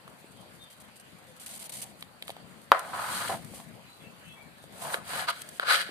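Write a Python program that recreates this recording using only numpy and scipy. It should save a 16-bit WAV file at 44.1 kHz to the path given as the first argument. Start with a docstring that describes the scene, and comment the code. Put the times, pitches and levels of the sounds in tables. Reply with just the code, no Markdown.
"""Green banana under the knife

A quiet kitchen, a two-port microphone close above a plastic board: hands peel a green banana with a kitchen
knife, drop a piece, sweep the peels aside, saw through the fruit and scrape it along the board.
Grains of noise drive ringing modes of board and blade and a coloured hiss of wet skin; blows ring the same modes.
Shaped noise hums behind; sagging sine whistles are distant chirps and one faint low toot; sparse echoes
give the room."""
import sys
import numpy as np
from scipy import signal
from scipy.fft import rfft, irfft
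from scipy.io import wavfile
from scipy.ndimage import uniform_filter1d

SR = 44100
rng = np.random.default_rng(int(sys.argv[2]) if len(sys.argv) > 2 else 0)


def to_wav(sig):
    """Store sig (one row per channel, or 1-D mono) as 16-bit WAV at the path in sys.argv[1].

    Samples outside -1..1 are clipped; the rate is SR.
    """
    pcm = np.clip(np.atleast_2d(sig), -1, 1) * 32767
    pcm = np.round(pcm).astype(np.int16)
    wavfile.write(sys.argv[1], SR, pcm.T)  # frames by channels


def field_ratio(decibels):
    """Amplitude ratio for a level in dB (20 dB per decade); scalars and array-likes work."""
    return 10 ** (np.asarray(decibels, dtype=float) / 20)


N = 260565  # samples


def evened(x):
    """Scales to rms 1."""
    return x / np.sqrt(np.mean(x ** 2) + 1e-20)


def wander(n, *sizes):
    """Slow random course of rms 1: noise averaged over each of the given numbers of samples."""
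    course = rng.standard_normal(n)
    for size in sizes:
        course = uniform_filter1d(course, size)
    return evened(course)


def read(points, hz):
    """A table read on a log-frequency axis."""
    f, value = np.transpose(points)
    return np.interp(np.log(hz + 1), np.log(f + 1), value)


def coloured(x, points):
    """Causal minimum-phase filter of unit energy with the given colour."""
    half = read(points, np.fft.rfftfreq(1024, 1 / SR)) * np.log(10) / 20
    log_gain = np.r_[half, half[-2:0:-1]]
    taps = np.fft.ifft(np.exp(np.conj(signal.hilbert(log_gain)))).real[:512]
    taps = taps[None] / np.linalg.norm(taps)
    return signal.oaconvolve(x, taps, axes=1)[:, :x.shape[1]]


def add(mix, s, sound, lag_ms=0.):
    """Mixes a two-port sound in, the left port later by the lag."""
    for port, late in zip((0, 1), (lag_ms / 1000, 0)):
        part = mix[port, round((s + late) * SR):][:sound.shape[1]]
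        part += sound[port, :len(part)]


def lag(s):
    """Left-port delay [ms]: the knife works right of the ports, the drop and the sweep pass under them."""
    return .18 * (not 2.5 < s < 4)


# hum of the kitchen, relative spectrum: (f/Hz, level/dB per Hz)
HUM_COLOUR = [(15, -66), (40, -61), (75, -11), (140, -2.5), (210, -3.5), (350, -10), (560, -6), (900, -10),
              (1500, -11.5), (3300, -16), (4700, -17.5), (5100, -24), (6500, -23.5), (9000, -23.5),
              (11500, -26), (16000, -29)]
# likeness of the hum at the two ports: (f/Hz, correlation -1 to 1)
HUM_LIKENESS = [(60, 0.81), (180, 0.8), (550, 0.37), (1650, -0.07), (4970, -0.09), (15000, -0.01)]
# balance of the hum: (f/Hz, left minus right level/dB)
HUM_BALANCE = [(60, 7.5), (180, 18.5), (550, 0.5), (1650, 2), (4970, -1), (15000, -3)]
# course of the low rumble; its rise and fall about the mean is scaled by frequency: (t/s, level/dB)
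RUMBLE_COURSE = [(0.0, -62), (1.04, -60), (2.76, -59), (3.31, -45.5), (3.9, -58.5), (4.54, -60),
                 (5.02, -55), (5.6, -62.5), (5.91, -59)]


def hum():
    """Room air: random short-time spectra with faint patches and a slow swell, bass stronger at the left port."""
    frames, hz = N // 256 + 5, np.fft.rfftfreq(1024, 1 / SR)
    a, b, c, d = rng.standard_normal((frames, 513, 4)).T
    patches = rng.standard_normal((513, frames))
    for axis in (0, 1):
        patches = uniform_filter1d(patches, size=14, axis=axis)
    patches = evened(patches)

    left, other = a + 1j * b, c + 1j * d
    same = np.clip(read(HUM_LIKENESS, hz), -1, 1)[:, None]
    z = np.array([left, same * left + np.sqrt(1 - same ** 2) * other])

    s, rumble_db = np.transpose(RUMBLE_COURSE)
    rumble = np.interp(np.arange(frames) * 256 / SR, s, rumble_db - rumble_db.mean())
    rumble_share = read([(300, 1.22), (500, 0.44)], hz)[:, None]  # strongest in the bass
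    swell = wander(frames, 50) + rumble * rumble_share

    lean = read(HUM_BALANCE, hz)[:, None] / 2
    colour_db = read(HUM_COLOUR, hz)[:, None]
    z *= field_ratio(colour_db + 2.2 * patches + .6 * swell + np.array([lean, -lean]))
    return field_ratio(-51) * evened(signal.istft(z, nperseg=1024, noverlap=768)[1][:, :N])


# likeness of near sounds at the two ports: (f/Hz, likeness 0-1)
NEAR_LIKENESS = [(300, 0.2), (650, 1), (1100, 0.54), (2200, 0.1), (4500, 0), (7000, 0), (14000, 0)]


def grit(n, per_s, spread_db):
    """Two-port train of tiny catches, alike mostly around 650 Hz, unrelated in the treble; rms 1."""
    size = field_ratio(spread_db * np.minimum(rng.exponential(1, (2, n)), 4)) * rng.standard_normal((2, n))
    caught = rng.random((2, n)) < per_s / SR
    a, b = rfft(size * caught)
    same = np.clip(read(NEAR_LIKENESS, np.fft.rfftfreq(n, 1 / SR)), 0, 1)
    return evened(irfft([a, same * a + np.sqrt(1 - same ** 2) * b], n))


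# colour of the hiss and cracks of wet skin as picked up by the microphone: (f/Hz, relative level/dB)
SKIN_COLOUR = [(1200, -14.5), (2500, -8), (4500, -7.5), (6000, -3), (7500, -3), (9000, 3), (10500, -2),
               (12500, -7.5), (14300, -6.5), (16000, -38)]


def skin(catches):
    """Tiny catches of wet skin, heard through the microphone as a bright hiss."""
    return coloured(catches, SKIN_COLOUR)


def rustle():
    """Fingers shift on the wet fruit: a faint hiss that comes and goes."""
    grip = np.clip(wander(N, 1200, 300), -2, 2)
    return field_ratio(-68) * skin(grit(N, per_s=8300, spread_db=5.5) * field_ratio(5 * grip))


def kitchen(x, t60):
    """Sparse reflections of random sign, other ones at each port, duller than the source."""
    slots = np.arange(120, SR // 2 - 20, 20)
    at = slots + rng.integers(0, 20, (2, len(slots)))
    taps = np.zeros((2, SR // 2))
    np.put_along_axis(taps, at, rng.choice([-1., 1.], at.shape), 1)
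    taps *= field_ratio(-60 * np.arange(SR // 2) / SR / t60)
    wet = signal.oaconvolve(x.mean(0)[None], taps / np.linalg.norm(taps[0]), axes=1)[:, :N]
    return coloured(wet, [(200, -6), (2000, -10), (6000, -3), (15000, -28)])


def radiated(x, corner_hz=450):
    """A small board or blade moves air poorly in the bass."""
    return signal.sosfilt(signal.butter(3, corner_hz, "high", fs=SR, output="sos"), x)


# modes of the plastic board: (f/Hz, relative level/dB, t60/s, left minus right level/dB)
BOARD_MODES = [(230, -9, .03, -0.5), (307, -9, 0.045, -3), (574, -6.5, .025, -0.5), (687.6, 2, 0.0832, 0.5),
               (767, 4.5, 0.042, -0.5), (893, 3, 0.025, 4), (1022, 3.5, .04, -5.5),
               (1110, -3.5, 0.049, -12), (1259, 4.5, 0.027, 4.5), (1375, 5.5, 0.037, 3.5),
               (1492, 8, 0.029, 7), (1645, 7, .035, 6), (1700, 8, 0.021, -3.5), (1900, 3, .03, -12.5),
               (2250, -3, .02, -2.5), (2420, -26.5, .02, -3)]
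# modes of the knife blade: (f/Hz, relative level/dB, t60/s, left minus right level/dB)
BLADE_MODES = [(2204, 0.5, 0.02, -6.5), (2450, 3, 0.0068, 2.5), (2970, 2, 0.01045, -12),
               (3235, -1.5, 0.075, 8), (3400, 0.5, 0.016, 4), (3870, 6.5, 0.005, 1),
               (4070, -2.5, 0.025, -5.5), (4360, -3.5, .015, 14), (4630, -1.5, 0.011, 1)]


def ring(drive, modes, pitch_hz=None, octaves=.6):
    """Rings every mode; a contact drives mostly the modes near the pitch of its spot."""
    out, power = np.zeros(drive.shape), 0
    for hz, db, t60, lean_db in modes:
        r, w = 1000 ** (-1 / (t60 * SR)), 2 * np.pi * hz / SR
        near = field_ratio(db)
        if pitch_hz is not None:
            near = near * np.exp(-.5 * (np.log2(hz / pitch_hz) / octaves) ** 2)
        unit = 2 * np.sqrt(1 - r) * np.sin(w)  # impulse response of energy 1
        mode = signal.lfilter([0, unit], [1, -2 * r * np.cos(w), r * r], drive * near)
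        out += mode * field_ratio([[lean_db / 2], [-lean_db / 2]])
        power = power + near ** 2
    return out / np.sqrt(power)


def delayed_time():
    """Time [s] of a 90 ms sound, held at 0 for the first 1.1 ms."""
    return np.maximum(np.arange(round(.09 * SR)) / SR - .0011, 0)


def crack(db):
    """A few milliseconds of dense treble grit."""
    t = delayed_time()
    return field_ratio(db) * skin(grit(len(t), per_s=17000, spread_db=1.5) * np.exp(-t / 0.0029) * (t > 0))


def knock(board_db, pitch_hz, blade_db):
    """After a short silent lead, a blow with two small rebounds rings board and blade under a crack."""
    t = delayed_time()
    blow = np.zeros((2, len(t)))
    blow[:, np.searchsorted(t, [.0001, .0008, .0017])] = -1, .45, -.3
    # local dent, dies at once
    thump = -field_ratio(14.5) * (t / .0007) * np.exp(-t / .0007) * np.sin(2 * np.pi * 1.1 * pitch_hz * t)
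    board = field_ratio(8.0) * ring(blow, BOARD_MODES, pitch_hz, octaves=1.0) + thump
    click = coloured(blow * field_ratio(20.0), [(1500, -37.0), (2800, 6.0), (4600, -7.5), (5600, -12.5)])
    blade = field_ratio(15.0) * ring(blow, BLADE_MODES) + click
    sound = field_ratio(board_db) * radiated(board, corner_hz=267) + field_ratio(blade_db) * radiated(blade, corner_hz=1509)
    return sound + crack(-24.5 + 0.57 * blade_db)  # the crack grows more slowly than the ring of the blade


# knocks and ticks close to the ports: (t/s, board drive level/dB, board pitch f/Hz, blade drive level/dB)
KNOCK_EVENTS = [(0.077, -43.5, 1110, -52), (0.242, -45, 297, -68), (2.024, -43.5, 1020, -34),
                (2.223, -48.5, 498, -32), (2.279, -42, 1100, -35), (2.293, -36, 640, -42),
                (2.302, -39.5, 670, -35.5), (2.365, -43, 710, -47.5), (2.717, -5, 996, -19),
                (2.792, -35, 1140, -54), (3.297, -29.5, 740, -44.5), (3.537, -42.5, 660, -61),
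                (3.6, -45, 760, -49), (4.639, -47, 532, -52.5), (4.941, -23, 1400, -27.5),
                (5.283, -30, 1210, -46), (5.596, -20.5, 1330, -27.5), (5.629, -31, 1290, -46),
                (5.89, -36, 318, -58)]


def knocks(near):
    """Knocks and ticks of board and blade, each blow with its own board pitch."""
    for s, *row in KNOCK_EVENTS:
        add(near, s, knock(*row), lag(s))


def chirp(length, start_hz, db):
    """A fuzzy whistle that sags a little, in the same sign at both ports, 2 dB louder at the left."""
    n = round(length * SR)
    sag = 1 - .2 * np.arange(n) / SR  # share of the pitch lost per second
    hz = start_hz * sag * (1 + .016 * wander(n, 250))
    whistle = np.sin(2 * np.pi * np.cumsum(hz) / SR) * np.hanning(n) ** 0.21
    return field_ratio(db) * whistle * np.array([[1], [-1]]) * field_ratio([[0], [0]]) * field_ratio([[1], [-1]]) / np.array([[1], [-1]])


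# distant chirps and one faint low toot: (t/s, length t/s, starting f/Hz, direct level/dB)
CHIRP_EVENTS = [(0.368, 0.0476, 3250, -61), (0.589, 0.074, 3640, -53.5), (.6, 0.15, 3270, -63),
                (1.27, 0.068, 520.6, -57), (3.858, 0.1, 4070, -57.5), (3.992, 0.037, 3400, -57),
                (4.028, 0.061, 2680, -57), (4.233, 0.069, 3080, -57), (4.251, 0.097, 2690, -57),
                (4.281, 0.074, 3380, -54), (4.356, 0.085, 2310, -55)]


def chirps():
    """Distant chirps and one faint low toot, more echo than direct sound."""
    far = np.zeros((2, N))
    for s, *row in CHIRP_EVENTS:
        add(far, s, chirp(*row), lag_ms=.1)
    return far + field_ratio(3) * kitchen(far, t60=.3)


def slip(length, db):
    """Wet skin tears in a hiss that starts and stops at once; blade and fruit sound faintly with it."""
    t = np.arange(round((length + 0.12) * SR)) / SR
    n, after = len(t), np.maximum(t - length, 0)
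    onset, release = np.clip(t / (0.069 * length), 0, 1), np.exp(-after / 0.0046)
    shape = onset * field_ratio(-4 * t / length + 1.3 * wander(n, 300)) * release
    blade = ring(grit(n, per_s=3100, spread_db=2.5) * shape, BLADE_MODES)
    lazy = np.clip(t / .01, 0, 1) * np.exp(-after / 0.089)  # the fruit lingers
    # the fruit borrows the board modes near 690 Hz
    fruit = ring(grit(n, per_s=3500, spread_db=-2.5) * lazy, BOARD_MODES, 690, 0.37)
    hiss = skin(grit(n, per_s=6900, spread_db=0.0) * shape)
    return field_ratio(db) * (hiss + field_ratio(-13.5) * radiated(blade, corner_hz=1830) + field_ratio(-21.5) * radiated(fruit))


# the blade slips under the peel, right of the ports: (t/s, length t/s, hiss drive level/dB)
SLIP_EVENTS = [(0.53, 0.068, -61.5), (0.635, 0.0145, -57), (0.698, 0.046, -54), (0.8, 0.023, -51),
               (0.883, .006, -58), (0.956, 0.022, -54.5), (0.996, 0.018, -51.5), (1.268, 0.037, -58),
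               (1.363, 0.017, -55), (1.396, 0.047, -46.5), (1.435, 0.028, -53.5), (1.461, 0.0215, -40.5),
               (1.486, 0.094, -42.5), (1.59, 0.08, -42), (1.693, 0.011, -39), (1.716, 0.092, -39.5),
               (1.815, 0.026, -36), (1.841, 0.067, -54.5), (1.988, 0.038, -58), (2.269, 0.049, -49),
               (4.253, 0.0078, -55), (4.624, 0.023, -60)]


def peeling(near):
    """Hands peel the banana, one short tear after another."""
    for s, *row in SLIP_EVENTS:
        add(near, s, slip(*row), lag_ms=.2)


# wet skin snaps free close to the ports: (t/s, drive level/dB)
SNAP_EVENTS = [(2.007, -40.5), (2.792, -30.5), (3.446, -40), (5.417, -30), (5.488, -35)]


def snaps(near):
    """Wet skin snaps free in a bare crack."""
    for s, db in SNAP_EVENTS:
        add(near, s, crack(db), lag(s))


def stroke(rows, start_hz, end_hz, spread, follow, over_db):
    """Catches of the sliding contact ring the board and the blade, the skin hisses above."""
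    s, *columns = np.transpose(rows)
    t = np.arange(s[0], s[-1], 1 / SR)
    n = len(t)
    board_db, hiss_db = (np.interp(t, s, c) for c in columns)
    pitch_hz, follow = np.geomspace(start_hz, end_hz, n), np.clip(follow, 0, 1)
    blade_db = over_db + follow * board_db + (1 - follow) * hiss_db
    judder = field_ratio(1.12 * wander(n, 200, 200))  # uneven grip

    spot_drive = grit(n, per_s=3000, spread_db=-0.8) * judder * field_ratio(board_db)
    spot = ring(spot_drive, BOARD_MODES, pitch_hz, np.clip(spread, .15, 1.5))
    # the spot sounds only above a share of its pitch; the whole board answers low down
    spot = radiated(spot, field_ratio(-6 * spread) * 0.83 * min(start_hz, end_hz))
    body_drive = grit(n, per_s=1500, spread_db=3.0) * judder * field_ratio(board_db - 12.5)
    body = ring(body_drive, BOARD_MODES, 530, 0.22)

    blade = ring(grit(n, per_s=6000, spread_db=1.4) * judder * field_ratio(blade_db), BLADE_MODES)
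    hiss = skin(grit(n, per_s=14000, spread_db=3.0) * field_ratio(hiss_db))
    fade = np.clip(np.minimum(t - t[0], t[-1] - t) / 0.00067, 0, 1)
    return (radiated(spot + body) + radiated(blade, corner_hz=1847) + hiss) * fade


# one curve a stroke over the board: skid, sweep, settling peels, two saw strokes, cut through, scrape;
# (t/s, board drive level/dB, skin hiss drive level/dB)
STROKE_CURVES = [
    [(2.723, -9.5, -48), (2.727, -27.5, -57), (2.761, -31.5, -55.5), (2.779, -32.5, -54),
     (2.795, -38.5, -50), (2.809, -40.5, -55), (2.93, -46, -50.5)],
    [(2.93, -38, -51), (2.952, -36.5, -45), (3.006, -34.5, -45), (3.012, -37.5, -42), (3.04, -34.5, -42.5),
     (3.08, -39, -42), (3.168, -38.5, -35.5), (3.25, -38, -41), (3.29, -45, -38)],
    [(3.29, -40, -41), (3.298, -33, -39), (3.342, -36.5, -43), (3.418, -68, -61), (3.526, -63, -54),
     (3.54, -54, -52), (3.548, -60, -45.5), (3.596, -57, -50), (3.7, -86, -69)],
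    [(4.72, -60, -58.5), (4.808, -50, -47), (4.818, -43, -41), (4.898, -39.5, -44), (4.932, -38.5, -38.5),
     (4.944, -29, -37), (4.952, -40.5, -42.5), (5.014, -53, -61), (5.04, -55, -60)],
    [(5.04, -53, -63), (5.052, -58, -54), (5.092, -41, -42.5), (5.198, -37, -38), (5.265, -46.5, -50.5)],
    [(5.265, -51.5, -59), (5.287, -25, -40.5), (5.307, -34.5, -37.5), (5.317, -43, -56), (5.343, -48, -53),
     (5.425, -55.5, -49.5), (5.429, -56.5, -58.5), (5.583, -68, -51), (5.59, -63, -57)],
    [(5.605, -48, -53.5), (5.635, -33, -53), (5.641, -41.5, -59), (5.703, -23.5, -32), (5.751, -27, -32),
     (5.789, -35, -42), (5.815, -35, -38.5), (5.843, -47, -51.5), (5.908, -46.5, -58)],
]
# contact of each stroke: (board pitch at the start f/Hz, at the end f/Hz, spread/octaves,
# how far the blade follows the board rather than the hiss 0-1, blade drive over that level/dB)
STROKE_CONTACTS = [(1104, 860, 0.43, 0.3, -7), (1070, 1270, 0.27, 0.06, -5.5), (760, 460, 0.57, 0.47, -8.5),
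                   (714, 1120, 0.47, 0.6, -9.5), (1090, 1300, 0.77, 0.64, -3.5),
                   (1170, 1960, 0.18, 0.65, -0.5), (1330, 1630, 0.14, 0.28, 3)]


def strokes(near):
    """The piece skids, peels are swept and settle, the knife saws, cuts through and scrapes."""
    for rows, contact in zip(STROKE_CURVES, STROKE_CONTACTS):
        add(near, rows[0][0], stroke(rows, *contact), lag(rows[0][0]))


def scene():
    """Peeling, strokes and knocks near the ports, the room and distant chirps behind."""
    near = rustle()
    for play in (knocks, peeling, snaps, strokes):
        play(near)
    return near + field_ratio(-19) * kitchen(near, t60=.22) + chirps() + hum()


# response of the two ports, with a dip above 5 kHz and a treble edge: (f/Hz, level/dB, left minus right level/dB)
PORT_RESPONSE = [(20, -16, 0), (50, -5, 0), (70, 0, 0), (4800, 0, 0), (5300, -5, 0), (6600, -3, 0),
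                 (8000, 0, 0), (10500, 0, 1), (12500, 0, 5), (14300, 0, 5), (14450, -34, 3),
                 (16000, -40, 3)]


def ports(dry):
    """The microphone colours each port: thin deep bass, a dip above 5 kHz, little above the treble edge."""
    hz, table = np.fft.rfftfreq(N, 1 / SR), np.array(PORT_RESPONSE)
    lean = read(table[:, [0, 2]], hz) / 2
    return irfft(rfft(dry) * field_ratio(read(table[:, :2], hz) + np.array([lean, -lean])), N)


def band_limit(x):
    """A steep low-pass at the top of the band."""
    return signal.sosfilt(signal.butter(12, 15600, fs=SR, output="sos"), x)


def record(dry):
    """Colour of the ports, then overload: peaks beyond full scale are cut flat."""
    mix = np.clip(ports(dry), -1, 1)
    return band_limit(mix)


dry = scene()
out = record(dry)
to_wav(out)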